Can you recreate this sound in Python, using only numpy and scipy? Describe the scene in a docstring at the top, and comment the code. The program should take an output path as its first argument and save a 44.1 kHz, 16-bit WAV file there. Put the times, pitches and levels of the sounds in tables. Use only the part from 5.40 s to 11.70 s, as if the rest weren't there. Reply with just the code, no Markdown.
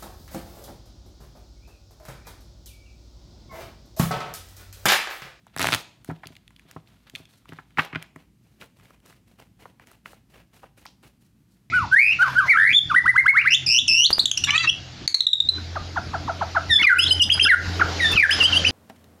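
"""A deck of cards is riffled on a table, squared with knocks and taps, then shuffled overhand in a quiet room.
Each card edge is a short burst of noise around its own pitch, topped by a bright crack.
Pushes from the deck set the modes of the table top ringing, and packets slide over each other as grainy noise.
The room adds a tail of dying noise; below it all ventilation hums as steady coloured noise."""
import sys
import numpy as np
from scipy import signal
from scipy.fft import rfft, irfft, next_fast_len
from scipy.io import wavfile

SR = 44100
rng = np.random.default_rng(int(sys.argv[2]) if len(sys.argv) > 2 else 0)


def store_pcm(level_fs):
    """Save levels as 16-bit WAV."""
    pcm = np.round(np.clip(level_fs, -1, 1) * 32767).astype(np.int16)
    wavfile.write(sys.argv[1], SR, np.atleast_2d(pcm).T)


def invert_db(x):
    """Field ratio 10**(x/20) for x, a level in decibels (scalar or array-like)."""
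    u = np.asarray(x, float) / 20
    return 10 ** u


N = 277830   # length in samples

# card corners that snap loudest in the riffle: t/s, slap peak level/dB, slap f/Hz, crack peak level/dB
LOUD_CORNERS = [(0.164, -21.5, 1200, -21), (0.1945, -15, 1310, -13.5), (0.2051, -16, 1460, -21),
                (0.2163, -9, 2200, -12.5), (0.2275, -11, 3880, -14), (0.2437, -8.5, 1100, -24),
                (0.254, -11, 1040, -28), (0.2703, -5.5, 1880, -12.5), (0.2874, -7.5, 1370, -25),
                (0.3226, -10.5, 2560, -18), (0.3292, -6.5, 2200, -27), (0.3383, -3.5, 2390, -14),
                (0.3473, -8.5, 1880, -9.5)]
# short ticks of edges and nails: t/s, slap peak level/dB, slap f/Hz, crack peak level/dB
EDGE_TICKS = [(0.0676, -40, 720, -48), (0.6461, -40.5, 1250, -34.5), (0.7128, -38, 758, -41.5),
              (0.8563, -35.5, 3750, -66), (0.8705, -28.5, 3940, -30.5), (0.9531, -41, 2860, -45.5),
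              (0.9658, -36, 3086, -44.5), (1.0784, -36, 3220, -46), (1.106, -46, 1450, -53),
              (1.1628, -40.5, 3660, -50), (1.195, -38, 2650, -48), (1.312, -38.5, 1710, -36.5),
              (1.4731, -45, 3720, -68), (1.6977, -38, 2640, -37), (1.7516, -21.5, 3320, -38),
              (1.7583, -24, 3300, -32.5), (1.854, -41, 3900, -46), (2.0557, -42.5, 1670, -53),
              (2.0904, -35, 2740, -45), (2.133, -36, 1230, -42.5), (2.3059, -50.5, 2000, -58.5),
              (2.4501, -54, 1300, -35), (2.6256, -29.5, 2380, -30), (2.7604, -32.5, 1500, -42),
              (3.213, -31, 2610, -44), (3.242, -47, 1408, -50), (3.3979, -45, 1760, -56),
              (3.4548, -42, 2840, -58), (3.5056, -43, 750, -48.5), (3.661, -47.5, 760, -41.5),
              (3.602, -56, 2970, -54), (3.7, -49, 1400, -60), (3.7261, -42.5, 1390, -54),
              (4.0001, -39.5, 739, -42), (4.3972, -38.5, 1174, -51), (4.4713, -44, 2590, -43),
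              (4.5152, -43, 740, -42), (5.4538, -37, 1870, -41), (5.4571, -31.5, 756, -40),
              (5.464, -31, 4110, -54), (5.629, -52.5, 887, -48.5)]
# packets landing, mostly dull and longer than the ticks, plus one faint high rattle near 5.47 s:
# t/s, slap peak level/dB, slap f/Hz, contact t60/s (used up to 0.2)
PACKET_SLAPS = [(0.697, -26.5, 1040, 0.069), (0.8335, -30.5, 1273, 0.041), (1.3621, -33, 750, 0.035),
                (2.1204, -32, 1160, 0.037), (2.1862, -30.5, 1190, 0.044), (2.3726, -19, 1900, 0.036),
                (2.3832, -8, 1350, 0.032), (2.3906, -5.5, 1810, .041), (2.3973, -17, 1350, 0.023),
                (2.5273, -26, 1680, 0.049), (2.5489, -21, 1820, .01), (2.5562, -15.5, 1820, 0.025),
                (2.6415, -40, 1385, 0.01), (4.2548, -32, 770, 0.027), (4.658, -28, 1855, 0.01),
                (4.7314, -37, 755, 0.018), (3.222, -36.5, 1500, 0.038), (5.231, -36.5, 786, 0.047),
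                (5.2388, -36, 776, 0.026), (5.467, -44, 4800, 0.23)]
# the deck pushing on the table top: t/s, push level/dB
DECK_PUSHES = [(0.689, -23.5), (0.714, -29), (0.858, -37), (0.904, -41.5), (1.253, -47.5), (1.362, -30.5),
               (1.737, -40.5), (1.801, -41.5), (2.093, -41.5), (2.123, -36.5), (2.187, -41.5),
               (2.376, -32.5), (2.3885, -23), (2.533, -33), (2.558, -26.5), (2.761, -37)]
# ringing modes of the table top: f/Hz, level/dB relative to the push, t60/s
TABLE_MODES = [(114, -10, 0.095), (161.2, -3.5, 0.13), (269.6, -0.5, 0.042), (367, -9, 0.054),
               (634.7, -14, 0.08)]
# strokes of cards over cards: start t/s, length t/s, rub level/dB, treble hiss level/dB
CARD_STROKES = [(0.064, 0.013, -63, -79), (0.129, 0.011, -57.5, -90), (0.187, .19, -30.5, -40),
                (0.645, 0.046, -62.5, -64), (0.673, 0.096, -63, -79), (0.825, 0.11, -58.5, -74.5),
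                (1.094, 0.023, -72, -93), (1.18, 0.15, -67.5, -83), (1.275, 0.087, -63, -71),
                (1.457, 0.18, -68, -79), (1.66, 0.056, -59, -74), (1.741, 0.054, -55, -62),
                (1.881, 0.097, -65.5, -65.5), (2.075, 0.11, -55, -71), (2.288, 0.017, -75, -99),
                (2.375, 0.047, -38.5, -59), (2.536, .1, -52.5, -94), (2.752, 0.052, -59, -73.5),
                (3.021, 0.17, -71.5, -78.5), (3.196, 0.027, -48.5, -62), (3.358, .05, -62.5, -74.5),
                (3.422, 0.11, -58, -71), (3.621, 0.036, -58.5, -82), (3.649, 0.082, -55, -65.5),
                (3.866, 0.056, -64, -71), (3.979, 0.02, -53, -67), (4.186, 0.094, -55, -72),
                (4.398, 0.015, -52.5, -77), (4.455, 0.079, -56, -69), (4.648, 0.082, -52, -63),
                (4.89, 0.041, -66, -73), (4.929, 0.062, -54, -72), (5.123, 0.077, -58, -66.5),
                (5.219, 0.02, -54, -77), (5.368, 0.06, -58.5, -65.5), (5.446, 0.034, -56.5, -69),
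                (5.625, 0.033, -55.5, -64.5), (5.802, 0.066, -70.5, -72.5), (6.082, 0.09, -76, -77.5)]
# colour of the rub while the deck is still on the table: f/Hz, relative level/dB per Hz
TABLE_RUB_COLOUR = [(200, -10.5), (700, -3), (2000, -5), (3600, -6), (4800, -16), (9000, -33.5)]
# colour of the rub with the deck in the hands: f/Hz, relative level/dB per Hz
HAND_RUB_COLOUR = [(200, 0.5), (450, -2), (1300, -8), (2100, -8), (2900, -7.5), (3600, -16.5),
                   (6000, -26.5), (9000, -29)]
# colour of the treble hiss of sliding paper: f/Hz, relative level/dB per Hz
PAPER_HISS_COLOUR = [(2350, -34.5), (4000, -3), (4930, -6), (10000, -7.5), (13700, -10), (16000, -16.5)]
# how the room dies away: f/Hz, t60/s, level/dB of the noise before it is cut to its octave
ROOM_DECAY = [(150, .3, -30.5), (463, 0.77, -13.5), (1500, 0.13, -15), (4300, 0.69, -17),
              (10000, 0.042, -10.5)]
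# colour of the ventilation: f/Hz, relative level/dB per Hz
AIR_COLOUR = [(30, -29.5), (56, 7.5), (75, -9.5), (110, 3), (150, -2.5), (190, -1), (320, -11), (480, -24),
              (820, -29), (1800, -29.5), (3000, -31.5), (7300, -35.5), (14800, -37.5), (16000, -45.5)]

LIFTED_S = 2.7   # the deck leaves the table
FLICK_T60_S, TICK_T60_S = 0.012, 0.01
SLAP_CRACK_DB = -30.5   # crack of a packet slap, relative to its peak
# the softer corners of the riffle
BURR_FROM_S, BURR_EVERY_S, BURR_COUNT = 0.172, 0.0135, 15
BURR_DB, BURR_SPREAD_DB, BURR_CRACK_DB = -22.5, 1.5, -24.5
BURR_HZ, BURR_OCTAVES = 2200, 0.41   # middle pitch and its spread
# each loud corner also pushes the table: base level, and dB added per dB of the corner's peak level
RIFFLE_PUSH_DB, RIFFLE_PUSH_FOLLOWS = -25, 0.35
STROKE_RISE_DB_PER_S, STROKE_SAG_DB_PER_S, STROKE_FADE_DB_PER_S = 1501, 33, 262.5
HANDLING_DB, HANDLING_HISS_DB = -74.5, -86   # faint rub between strokes while the deck is on the table
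AIR_DB = -60


def snaps(events, rough, below, above, crack_t60):
    """A card edge lets go or lands: a rough, dull slap around the card's pitch with a bright crack on top."""
    out = np.zeros(N + SR)
    t = np.arange(SR // 5) / SR
    noise = rng.standard_normal((len(events), 2, len(t)))
    bright = signal.butter(1, [3500, 11000], "band", fs=SR, output="sos")
    for (s, peak_db, hz, crack_db, t60), (chatter, crack) in zip(events, noise):
        t60 = np.clip(t60, 0.002, 0.2)
        swell = np.minimum(t / t60 * 30, 1)   # a long contact builds up more slowly
        blow = swell * invert_db(-60 * t / t60) * chatter * rough
        blow[round(t60 / 30 * SR)] += 1   # one clean click where the swell is complete
        around_pitch = signal.butter(3, [hz / below, hz * above + 500], "band", fs=SR, output="sos")
        slap = signal.sosfilt(around_pitch, blow)
        crack = signal.sosfilt(bright, crack * invert_db(-60 * t / crack_t60))
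        slap = invert_db(peak_db) * slap / np.abs(slap).max()
        crack = invert_db(crack_db) * crack / np.abs(crack).max()
        at = round(s * SR)
        out[at:at + len(t)] += slap + crack
    return out[:N]


def burr():
    """The softer corners slip off at an uneven pace, with scattered strength and pitch."""
    late, strength, pitch = rng.standard_normal((BURR_COUNT, 3)).T
    s = BURR_FROM_S + BURR_EVERY_S * (np.arange(BURR_COUNT) + late / 4)
    louder_db = BURR_SPREAD_DB * strength
    hz = BURR_HZ * 2 ** (BURR_OCTAVES * np.clip(pitch, -2, 2))
    return list(zip(s, BURR_DB + louder_db, hz, BURR_CRACK_DB + louder_db))


def riffle():
    """Loud and soft card corners snap one by one, each dying within milliseconds."""
    flicks = [(*flick, FLICK_T60_S) for flick in LOUD_CORNERS + burr()]
    return snaps(flicks, rough=0.15, below=2.19, above=1.44, crack_t60=0.0035)


def taps():
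    """Edges and nails tick briefly; packets land, mostly with a longer contact; one high rattle is faint."""
    ticks = [(*tick, TICK_T60_S) for tick in EDGE_TICKS]
    slaps = [(s, db, hz, db + SLAP_CRACK_DB, t60) for s, db, hz, t60 in PACKET_SLAPS]
    return snaps(ticks + slaps, rough=0.52, below=1.734, above=1.128, crack_t60=0.0084)


def ring(clicks, hz, t60):
    """A unit click sets a sine ringing from about height 1, like a struck mode."""
    r, w = invert_db(-60 / (t60 * SR)), 2 * np.pi * hz / SR
    return signal.lfilter([0, np.sin(w)], [1, -2 * r * np.cos(w), r * r], clicks + 1e-18)


def table(push_hz, spread_db):
    """Soft pushes drive every mode of the table top with a strength of their own."""
    riffle_pushes = [(s, RIFFLE_PUSH_DB + RIFFLE_PUSH_FOLLOWS * db) for s, db, *_ in LOUD_CORNERS]
    thuds = DECK_PUSHES + riffle_pushes
    at = [round(s * SR) for s, db in thuds]
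    push_db = np.array(thuds)[:, 1]
    chance = rng.standard_normal((len(thuds), len(TABLE_MODES)))
    out = np.zeros(N)
    for k, (hz, level_db, t60) in enumerate(TABLE_MODES):
        pushes = np.zeros(N)
        pushes[at] = invert_db(push_db + level_db + spread_db * chance[:, k])
        out += ring(pushes, hz, t60)
    # a soft push holds little treble
    return signal.sosfilt(signal.butter(3, [85, push_hz], "band", fs=SR, output="sos"), out)


def rms_one(x):
    """Scale a signal to unit power."""
    return x / np.sqrt(np.mean(x ** 2) + 1e-20)


def at_hz(points, hz, column=1):
    """Read a table between its points, along a log-frequency axis."""
    points = np.array(points)
    return np.interp(np.log(hz), np.log(points[:, 0]), points[:, column])


def shaped(x, spectrum):
    """Colour a noisy signal by a spectrum and scale it to unit power."""
    size = next_fast_len(len(x))
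    hz = np.maximum(np.arange(size // 2 + 1) * SR / size, 1)
    coloured = irfft(rfft(x, size) * invert_db(at_hz(spectrum, hz)), size)
    return rms_one(coloured[:len(x)])


def drift(rate):
    """Slow random wandering with spread 1; rate in Hz sets how fast it goes."""
    r = np.exp(-2 * np.pi * rate / SR)
    noise = rng.standard_normal(N + SR)
    return rms_one(signal.lfilter([1], [1, -2 * r, r * r], noise)[SR:])


def stroke_gains():
    """Each stroke starts quickly, sags while it lasts and fades as the cards come to rest; powers add."""
    t = np.arange(0, N, 32) / SR   # a coarse time grid is enough
    start, length, rub_db, hiss_db = np.array(CARD_STROKES).T[:, :, None]
    since = t - start
    rise_db = np.minimum(STROKE_RISE_DB_PER_S * since - 16.5, 0)
    sag_db = STROKE_SAG_DB_PER_S * np.clip(since, 0, length)
    fade_db = STROKE_FADE_DB_PER_S * np.maximum(since - length, 0)
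    shape_db = rise_db - sag_db - fade_db
    gains = []
    for db, rest_db in ((rub_db, HANDLING_DB), (hiss_db, HANDLING_HISS_DB)):
        stroke_power = np.sum(invert_db(db + shape_db) ** 2, axis=0)
        handling_power = invert_db(rest_db) ** 2 * (t < LIFTED_S)
        gains.append(np.interp(np.arange(N) / SR, t, np.sqrt(stroke_power + handling_power)))
    return gains


def slides(grains_per_s, grain_db, grain_share, flutter_db):
    """Paper on paper: smooth friction noise with grains where the coating catches, uneven along the stroke."""
    rub_gain, hiss_gain = stroke_gains()
    t = np.arange(N) / SR
    catches = rng.random(N) < grains_per_s / SR
    strength = invert_db(grain_db * np.minimum(rng.exponential(1, N), 3))
    grains = rms_one(catches * strength * rng.choice([-1, 1], N))
    smooth = rng.standard_normal(N)
    friction = smooth + grain_share * grains
    paper = smooth + grain_share / 2 * grains   # catches are dull, so they are weaker in the hiss
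    on_table, in_hands = shaped(friction, TABLE_RUB_COLOUR), shaped(friction, HAND_RUB_COLOUR)
    colour = np.where(t < LIFTED_S, on_table, in_hands)
    rub = rub_gain * invert_db(flutter_db * drift(40)) * colour
    hiss = hiss_gain * invert_db(flutter_db * drift(40)) * shaped(paper, PAPER_HISS_COLOUR)
    return rub + hiss


def room(x, first_wall_s):
    """Diffuse tail: octave bands of noise, each dying at its own rate after a short build-up."""
    t = np.arange(int(0.7 * SR)) / SR
    build_up = np.minimum(t / first_wall_s, 1)
    tail = 0
    for hz in 90 * 2.0 ** np.arange(8):
        band = signal.butter(2, [hz / np.sqrt(2), hz * np.sqrt(2)], "band", fs=SR, output="sos")
        dying = rng.standard_normal(len(t)) * invert_db(-60 * t / at_hz(ROOM_DECAY, hz)) * build_up
        dying = dying / np.sqrt(np.sum(dying ** 2))
        tail = tail + invert_db(at_hz(ROOM_DECAY, hz, column=2)) * signal.sosfilt(band, dying)
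    return signal.fftconvolve(x, tail)[:N]


def ventilation(waver_db):
    """Steady low hum of moving air over faint hiss, wavering slightly in level."""
    return invert_db(AIR_DB + waver_db * drift(3.3)) * shaped(rng.standard_normal(N), AIR_COLOUR)


def scene():
    """Everything near the table shares one room; the ventilation is added without it."""
    thuds = table(push_hz=710, spread_db=1.5)
    rubbing = slides(400, grain_db=3.3, grain_share=0.8, flutter_db=3.0)
    near = riffle() + taps() + thuds + rubbing
    mix = near + room(near, first_wall_s=0.002) + ventilation(waver_db=-0.56)
    return mix[None]   # one channel


def top_cut(x):
    """Nothing passes above the cut-off."""
    return signal.sosfilt(signal.butter(12, 16660, fs=SR, output="sos"), x)


def record(dry):
    """A small microphone drops the deep bass, and a steep filter cuts the top."""
    thin = signal.sosfilt(signal.butter(4, 48, "high", fs=SR, output="sos"), dry)
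    cut = signal.sosfilt(signal.cheby2(12, 45, 16500, fs=SR, output="sos"), thin)
    return top_cut(cut)


dry = scene()
out = record(dry)
store_pcm(out)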